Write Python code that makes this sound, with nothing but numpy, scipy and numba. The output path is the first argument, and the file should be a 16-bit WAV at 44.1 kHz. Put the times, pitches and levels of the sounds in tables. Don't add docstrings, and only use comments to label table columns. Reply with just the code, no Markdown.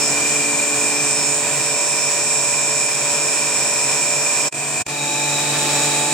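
import sys
import numpy as np
from scipy import signal
from scipy.fft import rfft, irfft
from scipy.io import wavfile
from scipy.ndimage import uniform_filter1d, map_coordinates
from numba import njit

SR = 44100
rng = np.random.default_rng(int(sys.argv[2]) if len(sys.argv) > 2 else 0)


def to_wav(sig):
    pcm = np.clip(np.atleast_2d(sig), -1, 1) * 32767
    pcm = np.round(pcm).astype(np.int16)
    wavfile.write(sys.argv[1], SR, pcm.T)


N = 270333
SHAFT_HZ, VANES, TOP_HZ = 48.31, 3, 15750
DROPOUT_FADE_S = 0.023
TIME = np.arange(N) / SR
FREQ = np.maximum(np.arange(N // 2 + 1) * SR / N, 1)
ORDERS = np.arange(1, int(TOP_HZ / SHAFT_HZ))
SIDES = np.array([[1], [-1]])

# (time [s], place [0-2 beside the mould, 3 further back])
LISTENER_PATH = [(0, 0), (.5, .05), (1.15, .35), (1.65, 1), (4.5, 1), (4.52, 2), (4.84, 2), (4.86, 2.8),
                 (5.1, 3), (6.13, 3)]
# (overall level [dB], hiss lift [dB])
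PLACE_MIX = [(-34, 14), (-34.5, 14), (-32.5, 12), (-31.5, 11.5)]
# (fade start [s], return [s], depth [dB])
GAPS = [(4.482, 4.525, -39), (4.820, 4.865, -46)]
# (time [s], half length [s], tone [Hz], swell [dB])
CRESTS_AND_NODES = [(.03, .09, 5323.7, 13.5), (.92, .12, 5323.7, 4), (1.21, .17, 5323.7, 7.5),
                    (1.47, .13, 5323.7, -10), (2.0, .22, 5323.7, 2), (5.25, .2, 5323.7, 7),
                    (1.05, .15, 6112.5, 7.5), (1.4, .5, 3745.8, 4), (.92, .17, 2425.3, 9),
                    (1.37, .15, 2398.6, -14), (1.37, .15, 2406.8, -14), (1.4, .15, 2436.2, 5),
                    (1.1, .35, 2510.0, 7), (1.35, .2, 2526.1, 7), (1.45, .2, 2549.0, 6),
                    (1.1, .25, 289.9, 3), (5.57, .05, 869.6, -3)]
# (frequency [Hz], pan [dB])
STEREO_TILT = [(100, 0), (1500, 0.1), (2400, -1.3), (4000, 0.6), (5900, 3.7), (7000, -1.5), (8000, -2.7),
               (9000, -8), (10400, -7.5), (11500, 2), (12550, 11), (13700, 2), (15000, 1.5)]
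# (frequency [Hz], likeness [0-1])
EAR_LIKENESS = [(60, 0.5), (135, 0.91), (600, .88), (1400, 0.68), (2500, 0.52), (5000, 0.2), (9000, 0.13)]
# (frequency [Hz], level close [dB], level further back [dB])
AIR_COLOUR = [(25, -46, -61), (70, -42, -36), (110, -34, -30), (193, -30.5, -27), (296, -28, -27),
              (603, -26.5, -23.5), (1060, -25, -24), (1180, -28.5, -25), (2010, -29.5, -28.5),
              (2110, -38, -32), (2860, -31, -27.5), (3400, -31.5, -26), (5700, -29.5, -26),
              (9000, -36.5, -33.5), (15000, -47.5, -43)]
# (centre [Hz], width [Hz], level close [dB], level further back [dB])
AIR_RESONANCES = [(136, 11.2, -20.5, -24), (146.6, 17, -25, -16.5), (332, 39, -26.5, -18.5),
                  (671, 18, -22.5, -23), (767, 41, -28.5, -20.5), (1166, 38, -36, -21.5),
                  (1472, 27, -26.5, -45), (1810, 260, -29, -25), (2425, 260, -21.5, -19.5),
                  (2570, 53, -35, -18)]
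# (time [s], level [dB])
AIR_RIDE = [(0, 1), (1.0, 0.2), (2.5, -0.65), (4.0, 0.5), (4.45, 0.4), (4.8, 1), (5.05, -4.5), (5.4, -2),
            (5.8, -2.5), (6.13, -4)]
# (time [s], level [dB])
RING_RIDE = [(4.8, -28), (4.95, 3), (5.15, 2.5), (5.4, 4.3), (5.6, 3), (5.9, 2), (6.13, 0.5)]
# (time [s], pitch [Hz], level [dB])
LOW_BUMPS = [(4.818, 115, -30), (4.876, 78.5, -36)]
# (order [x shaft rate], level at each of places 0-3 [dB])
HUM_PARTIALS = [(3, -12, -10.5, -2, -2.5), (6, -.5, -11.5, -8, -4.5), (7, -20, -16, -11, -9),
                (9, 1, -4.3, -6, -4.5), (10, -16, -15, -20, -15), (12, -2, -.3, -23, -2),
                (13, -14, -9, -2, -10), (15, -8, -11, 0, -5), (18, -11, -12, -12, 3.2),
                (22, -12, -9.5, -11, -20), (36, -27, -27, -18, -13)]
# (pitch
# [Hz], level at each of places 0-3 [dB], pan [dB])
WHINE_TONES = [(100.0, -24, -25, -27, -32, 0), (223.5, -16, -18, -20, -20, 0),
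               (233.5, -9.5, -17, -8, -11, -2), (281.0, -13, -19, -20, -18, 0),
               (969.5, -8.5, -2.7, -4, -14, 1), (3745.8, -16, -10, -28, -19, -6),
               (5507.0, -14, -11, -18, -18, 4), (5555.1, -11, -9, -15, -15, 10),
               (5652.3, -15, -6.5, -21, -18, 4), (5792.0, -14, -9, -20, -20, 3),
               (6584.0, -14, -10, -18, -18, -2), (10647.8, -21, -19, -37, -33, -8),
               (11014.0, -24, -34, -40, -34, -2)]
# (pitch [Hz], pan [dB], level at each of places 0-3 [dB])
WHISTLE_TONES = [(5323.7, 2, -3.5, 2.6, -9, -12), (6112.5, 8, -4.5, -5, -10, -18)]
# (pitch [Hz], weight at each of places 0-3 [dB])
CASING_TONES = [(2321.9, -13, -15, -22, -14), (2377.1, 5.5, 2, 1, -3), (2398.6, 2, 0, -3, -9),
                (2406.8, -4, -4.5, 2, -10), (2425.3, -3.5, -7, -17, -13), (2436.2, -3, -3, -17, -7),
                (2467.5, -12, -15, -7, -13), (2496.0, -14, -13, -18, -8), (2510.0, -10, -17, -18, -9),
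                (2526.1, -12, -11, -1, -13), (2549.0, -19, -11, -5, -23), (2614.8, -13, -7, -12, -10)]
# (time [s], level [dB])
SQUEAL_RIDE = [(0, 6), (.25, 12.5), (.75, 10), (.95, 11), (1.4, 5.5), (1.8, 9.5), (2.3, 8), (2.9, 9),
               (3.4, 7.5), (4.35, 10), (4.6, 8), (5.0, 9.5), (5.25, 10), (5.65, 1), (5.95, 6.5), (6.13, 3)]
# (frequency [Hz], level [dB])
HISS_COLOUR = [(2800, -32), (4500, -24.5), (5500, -5.5), (6250, -11), (6700, -1), (7000, 2), (8150, 1),
               (8500, -1), (8750, -11.5), (9100, -1), (9650, -24), (12000, -32), (15500, -26)]
# (order [x shaft rate], pan [dB], lift at each of places 0-3 [dB])
BUZZ_ACCENTS = [(144, 5, 4, 5, 0, 2), (147, -6, 3, -2, 0, 3), (150, 2, 0, 3, 3, 5), (151, 0, 6, 7, 3, 3),
                (154, -4, 6, 9.5, 0, 0), (156, 2, 2, 2, 0, 0), (159, 0, -2, 2, 0, -2), (160, 0, 7, 0, 0, 0),
                (162, -1, -1, 4, -2, -3), (163, 0, 4, 0, 9, 0), (165, -2, 5, 5.5, -2, 5),
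                (170, -5, 8, 0, 0, 0), (171, -1, 3, 2, 4, 3), (173, -4, 0, 0, 8, 2)]
# (time [s], lower centre [Hz], left lift [dB],
# right lift [dB], upper centre [Hz], left lift [dB], right lift [dB])
PEAK_SWEEPS = [(0, 7300, 1, 3, 7950, 1, 2), (.5, 7220, 5, 3, 7950, 6, 0), (.8, 7300, 5, 4, 8200, 5, 5),
               (1.1, 7300, -1, 0, 8170, 0, 5), (1.35, 7100, 0, 7, 8270, 5, 4),
               (1.65, 7350, -1, 0, 8000, -1, 4), (2.05, 7320, 3, 3, 7950, 1, 5),
               (4.5, 7320, 3, 3, 7950, 2, 4.5), (4.55, 7300, 5, 2, 8300, 0, 4),
               (4.78, 7300, 8, 6, 8330, 1, 8), (4.9, 7250, 5, 2, 8330, -1, 2),
               (5.15, 7220, 6, 4, 8350, -1, 1), (5.5, 7350, -2, -1, 8100, -1, 0),
               (5.8, 7400, 4, 1, 7950, 2, 1), (6.13, 7350, 0, 1, 7950, 0, 4)]
# (time [s], lift [dB])
HISS_BODY_RIDE = [(0, 1), (.3, 3), (.7, -9), (1.05, 0), (1.45, -9), (1.8, -2), (2.08, 3), (2.35, -1),
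                  (3.8, -0.5), (4.4, -0.5), (4.7, 1), (5.3, 4.5), (5.6, -1), (5.85, 1), (6.13, -6)]


def undb(db):
    return np.exp(np.asarray(db) * np.log(10) / 20)


def curve(rows, column=1):
    rows = np.array(rows)
    return np.interp(TIME, rows[:, 0], rows[:, column])


def spectrum(rows, hz, column=1):
    rows = np.array(rows)
    return np.interp(np.log(hz), np.log(rows[:, 0]), rows[:, column])


def along_path(place_db):
    return np.interp(curve(LISTENER_PATH), np.arange(len(place_db)), place_db)


def drift(per_s):
    knots = rng.standard_normal(int(TIME[-1] * per_s) + 3)
    slopes = signal.resample_poly(knots, up=10, down=1)
    return np.interp(TIME * per_s + rng.random(), np.arange(len(slopes)) / 10, slopes)


def panned(db):
    gains = undb(np.array([db, -db]) / 2)
    return gains / np.sqrt(np.mean(gains ** 2, axis=0))


def ear_angle(hz):
    return np.arccos(np.clip(spectrum(EAR_LIKENESS, hz), 0, 1)) / 2


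@njit
def bandpass(x, hz, width_hz):
    out, band_state, low_state = np.empty(len(x)), 0., 0.
    for i in range(len(x)):
        tuning, damping = np.tan(np.pi * hz[i] / SR), width_hz / hz[i]
        band = (band_state + tuning * (x[i] - low_state)) / (1 + tuning * (tuning + damping))
        band_state = 2 * band - band_state
        low_state += 2 * tuning * band
        out[i] = damping * band
    return out


def room_noise(gain):
    mid, side = rfft(rng.standard_normal((2, N)))
    angle = ear_angle(FREQ)
    ears = mid * np.cos(angle) + SIDES * side * np.sin(angle)
    return irfft(ears * gain * panned(spectrum(STEREO_TILT, FREQ)), N) * np.sqrt(SR / 2)


def room_tone(hz, cycles, place_db, pan_db, waver_db):
    db = along_path(place_db) + waver_db * drift(7.8)
    for at, half_s, tone_hz, swell_db in CRESTS_AND_NODES:
        if abs(tone_hz - hz) < 1:
            db += swell_db * np.exp(-((TIME - at) / half_s) ** 2)
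    phase = 2 * np.pi * (cycles + rng.random()) + ear_angle(hz) * SIDES
    return np.sqrt(2) * undb(db) * panned(pan_db)[:, None] * np.sin(phase)


def slipping(hz, slip_cycles):
    return hz * TIME + slip_cycles * drift(14)


def dropouts(creep=.3, snap_db=.5, stutter_db=-10, lag_s=.011, stutter_half_s=.0051):
    db = np.zeros(N)
    for start, back, depth_db in GAPS:
        times = [start, start + DROPOUT_FADE_S, back - .001, back, back + lag_s]
        db += np.interp(TIME, times, [0, depth_db, creep * depth_db, snap_db, 0])
        db += stutter_db * np.exp(-((TIME - back - lag_s) / stutter_half_s) ** 2)
    return undb(db)


def sag(recovery_s=.45):
    share = np.zeros(N)
    for start, back, _ in GAPS:
        release = np.exp(-np.maximum(TIME - back, 0) / recovery_s)
        share = np.where(TIME > start + DROPOUT_FADE_S, release, share)
    return share


def air_rush(turns, pulsing=.016, flutter_db=.6):
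    far = np.clip(curve(LISTENER_PATH) - 2, 0, 1)
    air = 0
    for k, share in enumerate((1 - far, far)):
        power = undb(spectrum(AIR_COLOUR, FREQ, column=k + 1)) ** 2
        for hz, width_hz, *db in AIR_RESONANCES:
            power += undb(db[k]) ** 2 / (1 + 2 * ((FREQ - hz) / width_hz) ** 2) ** 2
        air = air + np.sqrt(share) * room_noise(np.sqrt(power))
    vane_pulse = 1 + pulsing * np.cos(2 * np.pi * VANES * turns)
    return air * vane_pulse * undb(curve(AIR_RIDE) + flutter_db * drift(18))


def rattling_ring(hz=3840, width_hz=130):
    band = room_noise(1 / (1 + 2 * ((FREQ - hz) / width_hz) ** 2))
    return band / band.std() * undb(curve(RING_RIDE))


def bumps(half_s=.011):
    return sum(undb(db) * np.exp(-((TIME - at) / half_s) ** 2)
               * np.sin(2 * np.pi * (hz * TIME + rng.random())) for at, hz, db in LOW_BUMPS)


def shaft_hum(turns):
    return sum(room_tone(order * SHAFT_HZ, order * turns, place_db, pan_db=0., waver_db=1.1)
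               for order, *place_db in HUM_PARTIALS)


def motor_whine():
    return sum(room_tone(hz, slipping(hz, slip_cycles=.063), place_db, pan_db, waver_db=.9)
               for hz, *place_db, pan_db in WHINE_TONES)


def whistles(flutter_db=1.1):
    return sum(undb(flutter_db * drift(60))
               * room_tone(hz, slipping(hz, slip_cycles=.02), place_db, pan_db, waver_db=.5)
               for hz, pan_db, *place_db in WHISTLE_TONES)


def casing_squeal():
    cluster = sum(room_tone(hz, slipping(hz, slip_cycles=.03), place_db, pan_db=-1.5, waver_db=1.4)
                  for hz, *place_db in CASING_TONES)
    slow_power = uniform_filter1d(np.mean(cluster ** 2, axis=0), size=SR // 4)
    return cluster / np.sqrt(slow_power)


def scrape_loop(lift_db, samples=8192):
    hz = ORDERS * SHAFT_HZ
    phase = 2 * np.pi * rng.random(len(hz)) + ear_angle(hz) * rng.choice([-1, 1], len(hz)) * SIDES
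    gains = undb(spectrum(HISS_COLOUR, hz) + lift_db) * panned(spectrum(STEREO_TILT, hz))
    partials = np.pad(gains * np.exp(1j * phase), ((0, 0), (1, 0)))
    return irfft(partials, samples)


def steady_buzz(turns, place, vane_lift_db=6.5, scatter_db=1.5):
    lift_db = vane_lift_db * (ORDERS % VANES == 0) + scatter_db * rng.standard_normal((2, len(ORDERS)))
    for order, pan_db, *accent_db in BUZZ_ACCENTS:
        lift_db[:, order - 1] += accent_db[place] + np.array([pan_db, -pan_db]) / 2
    loop = scrape_loop(lift_db)
    loop /= loop.std()
    return np.array([np.interp(turns % 1 * len(ear), np.arange(len(ear)), ear) for ear in loop])


def drifting_buzz(turns, loops_per_s=9, scatter_db=2.5):
    morph = TIME * loops_per_s + rng.random()
    loops = np.array([scrape_loop(scatter_db * rng.standard_normal((2, len(ORDERS))))
                      for _ in range(int(morph[-1]) + 2)])
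    playhead = turns % 1 * loops.shape[2]
    ears = np.array([map_coordinates(ear, [morph, playhead], order=1, mode="grid-wrap")
                     for ear in loops.swapaxes(0, 1)])
    ears /= np.hypot(morph % 1, 1 - morph % 1)
    return ears / ears.std()


def hiss_resonances(ears, peak_width_hz=240., body_hz=5600., body_width_hz=1400.):
    sweeps = np.array([curve(PEAK_SWEEPS, column=k) for k in range(1, 7)])
    for hz, *lift_db in np.split(sweeps, 2):
        peak = np.array([bandpass(ear, hz, peak_width_hz) for ear in ears])
        ears = ears + (undb(lift_db) - 1) * peak
    body = np.array([bandpass(ear, np.full(N, body_hz), body_width_hz) for ear in ears])
    return ears + (undb(curve(HISS_BODY_RIDE)) - 1) * body


def vane_hiss(turns, steady_share=.6, spray_db=-6, pulsing=.16, pulse_edge=.067, flutter_db=.45):
    place = curve(LISTENER_PATH)
    steady = sum(np.sqrt(np.clip(1 - abs(place - k), 0, 1)) * steady_buzz(turns, place=k)
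                 for k in range(len(PLACE_MIX)))
    buzz = np.sqrt(steady_share) * steady + np.sqrt(1 - steady_share) * drifting_buzz(turns)
    spray = room_noise(undb(spectrum(HISS_COLOUR, FREQ)))
    hiss = buzz + undb(spray_db) * spray / spray.std()
    vane_phase = 2 * np.pi * VANES * turns
    stroke = 1 + pulsing * np.cos(vane_phase) + pulse_edge * np.cos(2 * vane_phase)
    throb_db = .55 * np.cos(2 * np.pi * 4.0 * (TIME - 3.83))
    return hiss_resonances(hiss * stroke * undb(throb_db + flutter_db * drift(24.85)))


def scene(air_db=-2.0, hiss_db=-1.65, squeal_db=-2.4, sag_db=-7, hiss_sag_db=-1, wander_db=.25):
    turns = np.cumsum(SHAFT_HZ * (1 + .0002 * drift(12))) / SR
    level_db, hiss_lift_db = (along_path(db) for db in np.transpose(PLACE_MIX))
    weakness = sag()
    pump = shaft_hum(turns) + motor_whine() + undb(air_db) * air_rush(turns) + rattling_ring()
    pump += undb(hiss_db + hiss_lift_db + hiss_sag_db * weakness) * vane_hiss(turns)
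    pump += undb(squeal_db + curve(SQUEAL_RIDE)) * casing_squeal()
    pump += whistles()
    pump *= undb(level_db + sag_db * weakness + wander_db * drift(6))
    return (pump + bumps()) * dropouts()


def record(dry):
    return signal.sosfilt(signal.ellip(10, .2, 80, TOP_HZ, fs=SR, output="sos"), dry)


dry = scene()
out = record(dry)
to_wav(out)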